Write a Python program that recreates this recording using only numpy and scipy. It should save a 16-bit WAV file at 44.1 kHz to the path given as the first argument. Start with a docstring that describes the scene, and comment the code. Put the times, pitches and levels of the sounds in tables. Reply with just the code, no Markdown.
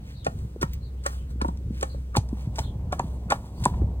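"""A shod horse walks on brick paving, close to a pair of microphones.
At each step the steel shoe scuffs and clicks, then the hollow hoof claps down and knocks the brick.
Dull thumps of weight give the steps body, and a yard adds a thin tail.
Behind them sit a low drone, light wind on the microphones, soft hiss and a faint far bird."""
import sys
import numpy as np
from scipy import signal
from scipy.fft import rfft, irfft, next_fast_len
from scipy.io import wavfile
from scipy.ndimage import uniform_filter1d, map_coordinates

SR = 44100
rng = np.random.default_rng(int(sys.argv[2]) if len(sys.argv) > 2 else 0)


def generate_wav(sig):
    """Save sig (samples, or channels by samples) to the path in sys.argv[1] as 16-bit PCM at SR."""
    pcm = np.round(np.clip(np.atleast_2d(sig).T, -1, 1) * 32767).astype(np.int16)
    wavfile.write(sys.argv[1], SR, pcm)


N = 176400
T = np.arange(N) / SR
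HIT_T = np.arange(SR // 4) / SR

# colour of the hiss bed (frequency [Hz], level [dB])
AIR_EQ = [(200, 11.5), (700, 9.5), (1500, -1.5), (3000, -6), (5000, -9), (8300, -11.5), (11000, -14),
          (16000, -13.5)]
# bird whistles, mostly falling (time [s], length [s], start pitch [Hz], end pitch [Hz], level [dB])
BIRD_CALLS = [(0.122, 0.14, 4480, 3130, -55), (0.794, 0.094, 4620, 3580, -57),
              (.95, 0.078, 3220, 3050, -66), (1.148, 0.094, 3140, 2820, -58.5),
              (1.876, 0.066, 4640, 3940, -52), (2.605, 0.088, 4090, 3140, -47),
              (3.541, 0.07, 4220, 5080, -60.5)]
# fader ride of the drone (time [s], level [dB])
DRONE_RIDE = [(0, -42.5), (.4, -38), (.8, -37), (1.4, -30.5), (2.3, -32), (2.8, -35.5), (3.2, -39),
              (3.55, -36.5), (4, -32.5)]
# gusts on the microphones (time [s], level [dB])
WIND_RIDE = [(0, -38.5), (.2, -42.5), (.35, -33), (.55, -40.5), (.75, -38.5), (1.25, -38.5), (1.65, -33.5),
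             (2.05, -40.5), (2.5, -34.5), (2.8, -34.5), (3.1, -33), (3.5, -36.5), (3.8, -27), (4, -34.5)]
# colour of the wind rumble (frequency [Hz], level [dB])
WIND_EQ = [(20, -13.5), (45, 1.5), (70, 4.5), (110, 2.5), (200, -7), (350, -19.5), (600, -23.5),
           (1100, -29.5), (2000, -59)]
# ring-out of the yard (frequency [Hz], t60 [s])
YARD_DECAY = [(150, 0.46), (900, 0.24), (3000, 0.16), (10000, 0.25)]
# lead of the left microphone over the right (frequency [Hz], phase [rad])
LEFT_LEAD = [(700, 2.7), (2200, 2.5), (4400, 2.3), (6800, 4.4), (9500, 7), (16000, 13)]
# thumps of weight and movement (time [s], relative level [dB], pitch [Hz])
BODY_THUMPS = [(0.279, -28, 139), (0.355, -38, 116), (0.449, -27.5, 112), (0.561, -27, 400),
               (.616, -24.5, 322), (.628, -17.5, 367), (0.637, -21.5, 147), (1.357, -32.5, 217),
               (1.419, -21.5, 240), (1.453, -23.5, 277), (1.485, -24, 188), (1.706, -25, 197),
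               (2.166, -17.5, 225), (2.181, -16, 103.4), (2.328, -20.5, 226), (2.473, -22.5, 117),
               (2.587, -22, 533), (2.601, -27, 109), (2.756, -27, 101), (2.925, -20.5, 580),
               (3.041, -27, 194), (3.265, -30.5, 167), (3.622, -23, 95), (3.663, -18.5, 176),
               (3.818, -21.5, 310), (3.889, -27, 108), (3.91, -55, 503)]
# hooves brushing off the ground (time [s], level [dB])
HOOF_LIFTS = [(.1, -54.5), (.72, -56.5), (1.15, -62), (1.78, -53), (2.42, -57), (3.76, -57.5)]
# colour of that brush (frequency [Hz], level [dB])
SHUFFLE_EQ = [(600, -4), (2200, -1), (5000, -6.5), (14000, -19)]
# sand ground under the shoe (peak time [s], 60 dB rise [s], 60 dB fall [s], level [dB])
SHOE_SLIDES = [(.272, .03, 0.51, -52.5), (.39, 0.23, 0.78, -58.5), (0.622, 0.024, 0.061, -30.5),
               (1.065, 0.06, 0.13, -38), (1.135, 0.32, 0.37, -48), (1.45, 0.055, 0.27, -48.5),
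               (1.82, 0.21, 0.85, -50), (2.163, 0.012, 0.027, -26.5), (1.306, 0.061, 0.097, -51.5),
               (2.42, 0.58, 0.22, -54.5), (2.586, 0.14, 0.32, -41.5), (2.929, 0.014, 0.16, -44),
               (3.04, 0.31, 1, -54), (3.311, 0.017, 0.26, -40), (3.46, 0.13, 0.19, -54),
               (3.66, 0.32, 0.24, -41.5)]
# colour of the grinding sand (frequency [Hz], level [dB])
SAND_EQ = [(400, -11), (1000, 4), (2000, -10.5), (3500, -9), (5500, -12), (8300, -11.5), (10500, -15),
           (13000, -18), (16000, -19)]
# brief rings of steel (time [s], level [dB], pitch [Hz], t60 [s])
STEEL_PINGS = [(.735, -37, 14900, 0.04), (1.063, -23, 8080, 0.009), (2.169, -18, 4400, 0.011),
               (2.995, -26.5, 7600, 0.0068), (3.6543, 0.5, 8210, 0.0023)]
# the steel shoe meets the brick (time [s], level [dB], t60 [s])
SHOE_CLICKS = [(0.2467, -33.5, 0.041), (0.2655, -27, 0.022), (0.613, -29.5, 0.028), (0.6283, -29.5, 0.021),
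               (0.732, -41, 0.056), (1.0373, -43, 0.048), (1.063, -22, 0.027), (1.4152, -28.5, 0.03),
               (1.482, -41, 0.028), (1.573, -47.5, 0.019), (1.8095, -30, 0.026), (1.8274, -26, 0.033),
               (2.145, -32, 0.0046), (2.1515, -50, 0.0046), (2.163, -30.5, 0.047), (2.167, -16, 0.023),
               (2.1785, -29, .014), (2.288, -42.5, 0.022), (2.5573, -36, 0.037), (2.584, -26, 0.014),
               (2.589, -21.5, 0.024), (2.924, -31, 0.035), (2.9937, -23.5, 0.012), (3.3022, -24.5, 0.052),
               (3.3208, -24.5, 0.018), (3.6384, -30, 0.056), (3.6542, -10, 0.0083)]
# colour of the click (frequency [Hz], level [dB])
SHOE_EQ = [(500, -77), (1500, 3.5), (2600, 0.5), (4000, 2), (5500, 4.5), (7000, -0.5), (8400, -1.5),
           (10000, -5), (12000, -15), (16000, -24)]
# hard landings and light taps (time [s], ring level [dB], ring pitch [Hz], knock level [dB])
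HOOF_HITS = [(0.2665, -16, 775, -27.5), (0.628, -17.5, 923, -25.5), (1.0624, -23, 740, -25),
             (1.4142, -19, 1010, -29.5), (1.447, -17.5, 938, -64), (1.486, -25.5, 923, -60),
             (1.8286, -17.5, 805, -25.5), (1.947, -34, 576, -72), (2.151, -28, 970, -29.5),
             (2.1688, -12.5, 854, -55), (2.5845, -22.5, 860, -40), (2.592, -24, 847, -46),
             (2.9269, -20.5, 735, -28), (2.9964, -18, 923, -31.5), (3.308, -39, 900, -24.5),
             (3.3199, -11.5, 815, -21), (3.441, -44.5, 840, -60), (3.6574, -8.5, 1007, -51),
             (3.739, -34, 960, -47), (3.816, -50, 755, -52)]
# modes of the hoof's hollow (multiple of ring pitch, relative level [dB], t60 [s])
HOOF_MODES = [(.36, -8.5, 0.04), (0.62, -7, 0.03), (0.831, 0, 0.029), (1.008, 4.5, 0.034),
              (1.42, 3, 0.0074)]
# modes of the struck brick (frequency [Hz], relative level [dB], t60 [s])
BRICK_MODES = [(553, -5.5, 0.08), (1144, 3, 0.049), (1360, 5.5, 0.035), (1778, 1.5, 0.037),
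               (2356, -0.5, 0.022)]
# colour of the knock's noisy part (frequency [Hz], level [dB])
KNOCK_EQ = [(100, -41), (300, -3), (550, -6), (900, -10.5), (1350, 4), (1950, -11), (2800, -4),
            (4500, -16.5), (9000, -41), (16000, -69)]


def amp(db):
    """Decibels to gain."""
    return 10 ** (np.asarray(db) / 20)


def unit(x):
    """Scale to rms 1."""
    return x / np.sqrt(np.mean(x ** 2) + 1e-20)


def along(points, hz):
    """Read (frequency [Hz], value) points on a log axis."""
    f, v = np.transpose(points)
    return np.interp(np.log(hz + 1), np.log(f + 1), v)


def curve(rows):
    """Join (time [s], value) points, one value per sample."""
    return np.interp(T, *np.transpose(rows))


def wobble(per_s):
    """A smooth random curve with per_s knots a second."""
    return map_coordinates(rng.standard_normal(N // 8), [T * per_s], mode="wrap")


def filtered(x, response):
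    """Shape x with a frequency response."""
    size = next_fast_len(N + SR // 2)
    return irfft(rfft(x, size) * response(np.fft.rfftfreq(size, 1 / SR)), size)[..., :N]


def noise(eq):
    """Coloured noise of rms 1."""
    return unit(filtered(rng.standard_normal(N), lambda hz: amp(along(eq, hz))))


def grit(eq, grain_db=3.5):
    """Coloured noise roughened into fine grains."""
    return unit(noise(eq) * amp(grain_db * wobble(per_s=2500)))


def add(track, s, sound):
    """Mix a sound into the track at time s."""
    part = track[int(s * SR):][:len(sound)]
    part += sound[:len(part)]


def decay(rise_s, t60):
    """Envelope of one blow."""
    return (1 - np.exp(-HIT_T / rise_s)) * np.exp(-np.log(1000) * HIT_T / t60)


def glide(hz):
    """A sine that follows a pitch curve."""
    return np.sin(2 * np.pi * np.cumsum(hz) / SR)


def air(level_db=-59, flutter_db=2, smooth_above_hz=7000):
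    """A faint bed of hiss with a slight artificial flutter across its bands."""
    hz, _, bands = signal.stft(noise(AIR_EQ), SR, nperseg=512)
    flutter = uniform_filter1d(rng.standard_normal(bands.shape), size=7, axis=0)
    flutter = unit(uniform_filter1d(flutter, size=16, axis=1))
    depth_db = flutter_db / (1 + (hz[:, None] / smooth_above_hz) ** 2)
    hiss = signal.istft(bands * amp(depth_db * flutter), nperseg=512)[1][:N]
    return amp(level_db) * unit(hiss)


def bird(waver_hz=260, echo_s=0.026):
    """Wavering whistles, blurred by distance and by echoes."""
    calls = np.zeros(N)
    for s, length, start_hz, end_hz, db in BIRD_CALLS:
        progress = np.linspace(0, 1, int(length * SR))
        waver = waver_hz * wobble(per_s=130)[:len(progress)]
        hz = start_hz + (end_hz - start_hz) * progress + waver
        add(calls, s, amp(db) * np.sin(np.pi * progress) * glide(hz))
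    echo = rng.standard_normal(len(HIT_T)) * np.exp(-HIT_T / echo_s)
    blurred = calls * wobble(per_s=520)
    return signal.fftconvolve(blurred, echo / np.linalg.norm(echo))[:N]


def drone(pitch_hz=63.5, wander_hz=1.32, waver_db=2.67):
    """One low tone, unsteady in pitch and level."""
    hz = pitch_hz + wander_hz * wobble(per_s=6.6)
    return amp(curve(DRONE_RIDE) + waver_db * wobble(per_s=9.28)) * unit(glide(hz))


def wind(lumpy_below_hz=207, lump_db=5):
    """Wind buffets the microphones: a lumpy low end under a smoother rush."""
    rush = noise(WIND_EQ)
    deep = filtered(rush, lambda hz: 1 / (1 + (hz / lumpy_below_hz) ** 2) ** 2)
    lumps = unit(amp(lump_db * wobble(per_s=18)))
    return amp(curve(WIND_RIDE)) * unit(deep * lumps + rush - deep)


def yard(x, tail_db=-19, walls_db=-16.5):
    """The yard answers with weak close reflections and a thin outdoor tail."""
    hz, t, bands = signal.stft(rng.standard_normal(SR // 2), SR, nperseg=256)
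    fade = np.exp(-np.log(1000) * t / along(YARD_DECAY, hz)[:, None])
    tail = signal.istft(bands * fade, SR, nperseg=256)[1]
    walls = rng.standard_normal(len(HIT_T)) * decay(rise_s=0.0039, t60=0.094)
    answer = amp(tail_db) * tail / np.linalg.norm(tail)
    add(answer, 0.003, amp(walls_db) * walls / np.linalg.norm(walls))
    return signal.fftconvolve(x, answer)[:N]


def microphones(front, around, gusts, mono_below_hz):
    """The bass is mono and carries the wind; higher up the left channel leads in phase."""
    bass = lambda hz: 1 / (1 + (hz / mono_below_hz) ** 14)
    sides = np.array([[0.5], [-0.5]])
    turn = lambda hz: np.exp(1j * sides * along(LEFT_LEAD, hz) * (1 - bass(hz)))
    return filtered(front, turn) + filtered(around, lambda hz: 1 - bass(hz)) + filtered(gusts, bass)


def thumps(cycles=6.8, sag=0.21, boost_db=10):
    """The horse's weight lands as a few low cycles that sag in pitch."""
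    out = np.zeros(N)
    for s, db, hz in BODY_THUMPS:
        t60 = cycles / hz
        pitch = hz * (1 + sag * (2 * np.exp(-4 * HIT_T / t60) - 1))
        add(out, s, amp(db + boost_db) * decay(0.0015, 2 * t60) ** 2 * glide(pitch))
    return out


def shuffles(half_length_s=0.041):
    """Each lifting hoof brushes the sandy paving in a soft swell."""
    level = sum(amp(db) * np.exp(-((T - s) / half_length_s) ** 2 / 2) for s, db in HOOF_LIFTS)
    return level * grit(SHUFFLE_EQ)


def scuffs():
    """Grainy friction swells and dies as the shoe slides on sand."""
    level = sum(amp(db - 60 * np.maximum((s - T) / rise, (T - s) / fall))
                for s, rise, fall, db in SHOE_SLIDES)
    return level * grit(SAND_EQ)


def pings(rise_s=0.00017):
    """Steel rings for an instant when it is struck on an edge."""
    out = np.zeros(N)
    for s, db, hz, t60 in STEEL_PINGS:
        add(out, s, amp(db) * decay(rise_s, t60) * np.sin(2 * np.pi * hz * HIT_T))
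    return out


def shoes(crack_db=-12.5):
    """Steel on brick: a sharp crack, then a short gritty crunch."""
    level = np.zeros(N)
    crack = amp(crack_db) * decay(rise_s=0.00017, t60=0.0021)
    for s, db, t60 in SHOE_CLICKS:
        crunch = decay(rise_s=0.00077, t60=t60)
        add(level, s, amp(db) * (crack + crunch))
    return level * grit(SHOE_EQ)


def hooves(attack_s=0.00049, roughness=0.45, brick_scatter=0.055, graze_s=0.044, graze_below_hz=2200):
    """Each landing grazes the paving, then rings the hollow of the hoof and knocks the brick."""
    ring, knock_level, graze_level = np.zeros((3, N))
    swell = amp(-60 * HIT_T / graze_s)[::-1]  # peaks at the hit
    for s, ring_db, hz, knock_db in HOOF_HITS:
        # drifting phase roughens the hollow ring
        drift = rng.standard_normal((len(HOOF_MODES), len(HIT_T))).cumsum(axis=1) * np.sqrt(hz / SR)
        drift = uniform_filter1d(drift, size=int(SR / hz), axis=1)
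        for (ratio, db, t60), phase in zip(HOOF_MODES, roughness * drift):
            tone = np.sin(2 * np.pi * hz * ratio * HIT_T + phase)
            add(ring, s, amp(ring_db + db) * decay(attack_s, 2 * t60) ** 2 * tone)
        for brick_hz, db, t60 in BRICK_MODES:
            detune, phase = rng.uniform(-1, 1, 2)  # no two bricks have the same pitch
            tone = np.sin(2 * np.pi * brick_hz * (1 + brick_scatter * detune) * HIT_T + np.pi * phase)
            add(ring, s, amp(knock_db + db) * decay(attack_s, t60) * tone)
        add(knock_level, s, amp(knock_db - 1) * decay(rise_s=0.0025, t60=0.035))
        add(graze_level, s - HIT_T[-1], amp(knock_db - 3) * swell)
    graze = filtered(noise(KNOCK_EQ), lambda hz: 1 / (1 + (hz / graze_below_hz) ** 4))
    return ring + knock_level * noise(KNOCK_EQ) + graze_level * graze


def scene(spread_db=-2.5, switch_s=2.13, crossfade_s=0.019):
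    """The horse in front, air and bird all around, rumble underneath."""
    steps = hooves() + shoes() + scuffs() + shuffles()
    front = steps + pings() + yard(steps) + air()
    # each microphone gets its own ambience and reflections
    around = np.array([air() + bird() + amp(spread_db) * yard(steps) for _ in range(2)])
    gusts = wind()
    # the mono bass band reaches higher from switch_s on
    early = microphones(front, around, gusts, mono_below_hz=574)
    late = microphones(front, around, gusts, mono_below_hz=1113)
    blend = np.clip((T - switch_s) / crossfade_s, 0, 1)
    return early * (1 - blend) + late * blend + thumps() + drone()


def record(dry):
    """A hard high cut trims the very top."""
    return filtered(dry, lambda hz: hz < 16100)


dry = scene()
out = record(dry)
generate_wav(out)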